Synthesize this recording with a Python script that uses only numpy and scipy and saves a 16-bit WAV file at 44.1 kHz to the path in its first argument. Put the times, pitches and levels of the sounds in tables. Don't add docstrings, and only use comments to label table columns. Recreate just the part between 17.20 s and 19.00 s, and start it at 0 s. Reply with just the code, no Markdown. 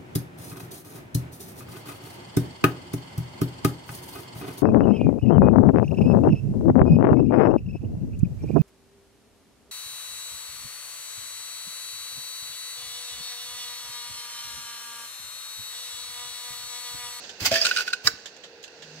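import sys
import numpy as np
from scipy import signal
from scipy.fft import rfft, irfft
from scipy.io import wavfile
from scipy.ndimage import uniform_filter1d

SR = 44100
rng = np.random.default_rng(int(sys.argv[2]) if len(sys.argv) > 2 else 0)


def put_to_file(sound):
    columns = np.atleast_2d(sound).T
    safe = np.clip(columns, -1, 1)
    whole_steps = np.round(safe * 32767)
    wavfile.write(sys.argv[1], SR, whole_steps.astype(np.int16))


N = 79380
TIME = np.arange(N) / SR
RING_TIME = TIME[:SR // 2]

# t/s, level/dB
FLOW = [(.31, -34.5), (.325, -28), (.365, -28.5), (.403, -36.5), (.44, -31.5), (.47, -29), (.5, -35),
        (.552, -38.5), (.585, -33.5), (.62, -35.5), (.652, -53), (.675, -36), (.72, -53.5), (.75, -51),
        (.79, -68)]
SCRAPES = [(.381, -27), (.411, -25), (.427, -29)]
# t/s, ring level/dB, click level/dB, bottle f/Hz, shell f/Hz
KNOCKS = [(0.449, -22, -18, 1463, 3740), (0.4547, -21.5, -17, 1473, 4950), (0.4658, -20, -18, 1467, 5920),
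          (0.5108, -15.5, -27.5, 1498, 2950), (0.5625, -22, -22.5, 1480, 4820),
          (0.5705, -24, -19.5, 1465, 4200), (0.5802, -21.5, -29, 1464, 2395), (.586, -21, -26, 1471, 4060),
          (0.6051, -21.5, -27, 1492, 4270), (0.6777, -22, -29.5, 1493, 2875), (0.703, -36, -37, 1510, 4730),
          (0.7285, -29, -33, 1495, 2550), (0.7325, -17, -21.5, 1501, 4050), (1.478, -47, -49, 2720, 6350)]
# frequency ratio, level/dB
BOTTLE_MODES = [(1, 1), (1.68, -13), (1.84, -17.5), (1.95, -15), (2.75, -15.5)]
# t/s, ring level/dB, click level/dB, favoured f/Hz
CLANKS = [(.3145, -16.5, -26, 617), (.3374, -22.5, -33, 1780), (.3551, -14, -23.5, 1700),
          (.403, -28.5, -53, 1820), (.412, -24.5, -44, 4940)]
# f/Hz, level/dB, T60/s
STEEL_MODES = [(554.6, 1, 0.06), (660.8, -1, 0.29), (1700, 2, 0.039), (1779, -6.5, 0.12),
               (2555, -2.5, 0.073), (3170, -4, 0.24), (3420, 0, 0.13), (4080, -3, 0.09),
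               (4875, 10.5, 0.092), (5460, -6, 0.12), (6200, -7, .14)]
STOP_MODES = [(333, -20.5, 0.078), (460, -19, 0.16), (1213, -3.5, 0.044), (1425, -8, 0.026),
              (1522, -2, 0.09), (1700, -0.5, 0.043), (1958, -6, 0.029), (2240, -9, 0.027),
              (3902, 0.5, 0.025), (4100, -3.5, 0.022), (4630, 3.5, 0.026), (4850, -5, .03),
              (5150, 3.5, 0.023), (5456, 5, 0.028), (7060, 1, 0.04)]
# peak t/s, level/dB, rise/s, T60/s
PUFFS = [(0.207, -33, 0.005, 0.11), (.234, -33.5, 0.02, 0.13), (0.264, -17, .013, 0.087),
         (0.85, -36.5, 0.0072, 0.16), (0.868, -28.5, 0.014, 0.076)]
# t/s, level/dB, T60/s
THUMPS = [(0.203, -41, 0.091), (0.215, -29.5, 0.13), (0.263, -38, 0.14), (.313, -27.5, 0.11),
          (.845, -37, 0.17), (.932, -47, 0.089)]
# t/s, level/dB, rise/s, T60/s, tilt/(dB per octave)
TICKS = [(0.038, -40.5, 0.0014, 0.14, -2.5), (0.091, -35, 0.003, 0.087, 0.5), (1.056, -33, 0.002, 0.089, 1),
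         (1.164, -45, 0.0012, 0.067, 0.5), (1.233, -36, 0.0063, 0.11, -1.5), (1.427, -43, 0.0018, 0.063, 7),
         (1.4365, -36, 0.0028, 0.089, 2), (1.618, -38, 0.006, 0.11, -0.5)]
# f/Hz, level/dB
HUM_PARTIALS = [(156.3, -45.5), (262, -56)]
# t/s, level/dB
HALL_LEVEL = [(0, -47), (.17, -49), (.8, -51), (1.0, -51), (1.35, -52), (1.55, -51), (1.8, -49)]
TREBLE_LEVEL = [(.09, 4), (.15, 0), (1.0, 2), (1.31, -5.5), (1.41, -6.5), (1.47, -5), (1.75, 1)]
WHIRR_LEVEL = [(.7, -57), (1.12, -61.5), (1.22, -53), (1.8, -54)]
# f/Hz, relative level/dB
RATTLE_SPECTRUM = [(200, -3.5), (500, -1.5), (1000, -12), (1700, 0.5), (2100, -3.5), (2650, 2),
                   (3200, -6.5), (5200, -3), (7000, -4.5), (9500, -19.5), (11500, -13.5), (15600, -21)]
SCRAPE_SPECTRUM = [(3800, -19.5), (4850, -2), (5550, 3), (6300, -16), (9000, -32)]
SHELL_SPECTRUM = [(500, -16), (900, -17), (1400, 2), (2000, -7.5), (2700, 7.5), (3400, 0.5), (4600, 8),
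                  (6000, -2.5), (8400, -2), (9800, -13.5), (15600, -23)]
STOP_SPECTRUM = [(200, -9), (900, -4.5), (1450, 6), (3200, -7.5), (3900, -3), (5100, 1), (7400, 1),
                 (8600, -9), (15600, -8)]
AIR_SPECTRUM = [(100, -26), (500, -7.5), (1200, -1), (2700, 1), (3900, -2.5), (4800, 5.5), (5400, 1),
                (7500, -3), (9500, -13.5), (11500, -7), (15500, -11.5)]
FRAME_SPECTRUM = [(30, -38), (47, -42), (66, -4.5), (130, -5.5), (260, -6), (450, -12.5), (3000, -47)]
TICK_SPECTRUM = [(150, -21), (500, 0), (1200, -9), (1700, 6), (2200, -6.5), (2900, 2.5), (3450, 5.5),
                 (4300, -1.5), (5600, -6.5), (7400, -0.5), (9200, -24), (11500, -17.5), (15500, -34)]
HALL_SPECTRUM = [(25, -50), (70, -8.5), (115, -10.5), (180, -3), (300, -4), (430, -0.5), (800, -2.5),
                 (1230, -11), (1560, 0), (2300, -10), (2700, -1), (3100, -11), (4550, -3.5), (5600, -11),
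                 (6400, -10), (8600, -18.5), (9200, -49), (11700, -29), (13500, -43), (15500, -33)]
WHIRR_SPECTRUM = [(200, -45), (390, -8.5), (470, 1), (560, -14), (720, -17.5), (1500, -48.5)]
WHITE = [(20, 0), (20000, 0)]
# f/Hz, T60/s
HALL_T60 = [(100, 0.24), (600, 0.66), (5000, 0.42), (12000, 0.16)]
# f/Hz, correlation
CORRELATION = [(150, .992), (600, .9), (1400, .5), (2300, -.15), (5000, .05)]
# f/Hz, level/dB
FAR_RIGHT = [(3500, 0.3), (6000, 3.5), (9000, 1), (15500, 4)]
# f/Hz, level/dB
LEFT_MIC = [(1200, 0), (3500, -0.5), (5700, -4), (7200, 0), (8400, 4), (13000, 0), (15500, 3)]
RIGHT_MIC = [(1200, -0.5), (2700, 5), (6300, 5), (7400, 0), (8100, -3), (8700, -35), (9600, -7.5),
             (13500, 0), (15500, 8)]


def funnel(contacts_per_s=1500, spread_db=2.4, contact_t60=.016, spots=10, detune=.06):
    hits = rng.random(N) < contacts_per_s / SR
    contacts = hits * amp(spread_db * np.minimum(rng.exponential(1, N), 3))
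    power = signal.fftconvolve(contacts ** 2, amp(-60 * RING_TIME / contact_t60) ** 2)[:N]
    clicks = unit_rms(low_cut(np.sqrt(abs(power)) * noise(RATTLE_SPECTRUM)))
    spot = rng.integers(0, spots, N)
    ringing = np.zeros((2, N))
    for k in range(spots):
        modes = [(hz * (1 + detune * rng.uniform(-1.02, 1)), db, .05)
                 for hz, db, _ in STEEL_MODES if hz > 2000]
        ringing += signal.fftconvolve((contacts * (spot == k))[None], ring(modes, .0016), axes=1)[:, :N]
    pouring = (TIME > FLOW[0][0]) & (TIME < FLOW[-1][0])
    out = pouring * envelope(FLOW) * (clicks + amp(-4) * unit_rms(ringing))
    for s, db in SCRAPES:
        add(out, s, burst(SCRAPE_SPECTRUM, db, rise=.0022, t60=.099))
    return out


def bottle(rise=.0013, bottle_t60=.035, shell_t60=.03):
    out = np.zeros((2, N))
    for s, ring_db, click_db, bottle_hz, shell_hz in KNOCKS:
        body = ring([(bottle_hz * ratio, db, bottle_t60) for ratio, db in BOTTLE_MODES], rise, hold=.004)
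        shell = ring([(shell_hz, click_db - 1, shell_t60)], rise)
        click = burst(SHELL_SPECTRUM, click_db, rise=.00048, t60=.039)
        add(out, s, amp(ring_db) * body + shell + click)
    return out


def gate(favour_octaves=.4, others_db=-18, shut_s=.8708):
    out = np.zeros((2, N))
    for s, ring_db, click_db, favoured_hz in CLANKS:
        modes = []
        for hz, db, t60 in STEEL_MODES:
            mismatch = 1 - np.exp(-(np.log2(hz / favoured_hz) / favour_octaves) ** 2)
            modes.append((hz, db + others_db * mismatch, t60))
        clank = amp(ring_db) * ring(modes, rise=.002)
        click = low_cut(burst(RATTLE_SPECTRUM, click_db, rise=.00038, t60=.064))
        add(out, s, clank + click)
    stop = amp(-16) * ring(STOP_MODES, rise=.0016, hold=.003)
    clack = burst(STOP_SPECTRUM, db=-18.5, rise=.0016, t60=.055)
    shudder = burst(STOP_SPECTRUM, db=-38, rise=.0016, t60=.22)
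    add(out, shut_s, stop + clack + shudder)
    return out


def cylinder(frame_hz=104):
    power = np.zeros(N)
    for s, db, rise, t60 in PUFFS:
        below_peak_db = np.where(TIME < s, 9 * abs((s - TIME) / rise) ** 1.48, 60 * (TIME - s) / t60)
        power += amp(db - below_peak_db) ** 2
    out = np.sqrt(power) * noise(AIR_SPECTRUM)
    for s, db, t60 in THUMPS:
        thump = ring([(frame_hz, db, t60)], rise=.0048)
        add(out, s, thump + burst(FRAME_SPECTRUM, db - 2, rise=.0036, t60=t60))
    return out


def feeder():
    out = np.zeros((2, N))
    for s, db, rise, t60, tilt_db in TICKS:
        spectrum = [(hz, band_db + tilt_db * np.log2(hz)) for hz, band_db in TICK_SPECTRUM]
        add(out, s, burst(spectrum, db, rise, t60))
    return out


def motor(start_s=1.575, rise_s=.24, waver=.013):
    speed = 1 + waver * unit_rms(uniform_filter1d(rng.standard_normal(N), size=2000))
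    running_time = np.cumsum(speed) / SR
    hum = sum(amp(db) * np.sin(2 * np.pi * (hz * running_time + rng.random())) for hz, db in HUM_PARTIALS)
    return hum * np.clip((TIME - start_s) / rise_s, 0, 1)


def hall(treble_hz=4000):
    din = noise(HALL_SPECTRUM)
    body = signal.sosfiltfilt(signal.butter(2, treble_hz, fs=SR, output="sos"), din)
    treble = envelope(TREBLE_LEVEL) * (din - body)
    whirr = envelope(WHIRR_LEVEL) * noise(WHIRR_SPECTRUM)
    return envelope(HALL_LEVEL) * (body + treble) + whirr


def reverberation(x, early_db=-10, tail_db=-15.5):
    size = len(RING_TIME)
    early = noise(WHITE, size) * strike(rise=.0028, t60=.041)
    diffuse = noise(WHITE, size) * (1 - np.exp(-RING_TIME / .0079))
    hz, t, bands = signal.stft(diffuse, SR, nperseg=256)
    decay = amp(-60 * t / at_frequency(HALL_T60, hz)[:, None])
    tail = signal.istft(bands * decay, SR, nperseg=256)[1][:, :size]
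    response = amp(early_db) * early / np.linalg.norm(early[0])
    response += amp(tail_db) * tail / np.linalg.norm(tail[0])
    return signal.fftconvolve(x, response, axes=1)[:, :N]


def ring(modes, rise, hold=0, right_lag_s=.00009):
    t = RING_TIME - np.array([[0], [right_lag_s]])
    return sum(amp(db) * strike(rise, t60, hold) * np.sin(2 * np.pi * (hz * t + rng.random()))
               for hz, db, t60 in modes)


def burst(spectrum, db, rise, t60):
    return amp(db) * strike(rise, t60) * noise(spectrum, len(RING_TIME))


def strike(rise, t60, hold=0):
    return (1 - np.exp(-(RING_TIME / rise) ** 2)) * amp(-60 * np.maximum(RING_TIME - hold, 0) / t60)


def noise(spectrum, size=N):
    hz = np.fft.rfftfreq(size, 1 / SR)
    left, independent = np.exp(2j * np.pi * rng.random((2, len(hz))))
    correlation = np.clip(at_frequency(CORRELATION, hz), -1, 1)
    right = correlation * left + np.sqrt(1 - correlation ** 2) * independent
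    return unit_rms(irfft(np.array([left, right]) * amp(at_frequency(spectrum, hz)), size))


def low_cut(x, hz=450):
    return signal.sosfilt(signal.butter(2, hz, "high", fs=SR, output="sos"), x)


def colour(x, left, right):
    hz = np.fft.rfftfreq(2 * N, 1 / SR)
    return irfft(rfft(x, 2 * N) * amp([at_frequency(left, hz), at_frequency(right, hz)]))[:, :N]


def amp(db):
    return 10 ** (np.asarray(db) / 20)


def unit_rms(x):
    return x / np.sqrt(np.mean(x ** 2) + 1e-20)


def at_frequency(points, hz):
    f, value = np.transpose(points)
    return np.interp(np.log(hz + 1), np.log(f), value)


def envelope(points):
    return amp(np.interp(TIME, *np.transpose(points)))


def add(mix, s, sound):
    part = mix[:, max(round(s * SR), 0):][:, :sound.shape[1]]
    part += sound[:, :part.shape[1]]


def scene():
    far_left = [(hz, -db) for hz, db in FAR_RIGHT]
    far = colour(motor() + hall() + feeder(), far_left, FAR_RIGHT)
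    rush, steel, knocks = cylinder() + funnel(), gate(), bottle()
    reflected = reverberation(rush + amp(-9) * steel + amp(-8) * knocks)
    return rush + steel + knocks + reflected + far


def record(dry, ceiling=.8, edge_hz=15800):
    heard = colour(dry, LEFT_MIC, RIGHT_MIC)
    heard = heard / (1 + (heard / ceiling) ** 4) ** .25
    low_pass = signal.firwin(511, edge_hz, window=("kaiser", 9), fs=SR)
    return signal.oaconvolve(heard, low_pass[None], "same")


dry = scene()
out = record(dry)
put_to_file(out)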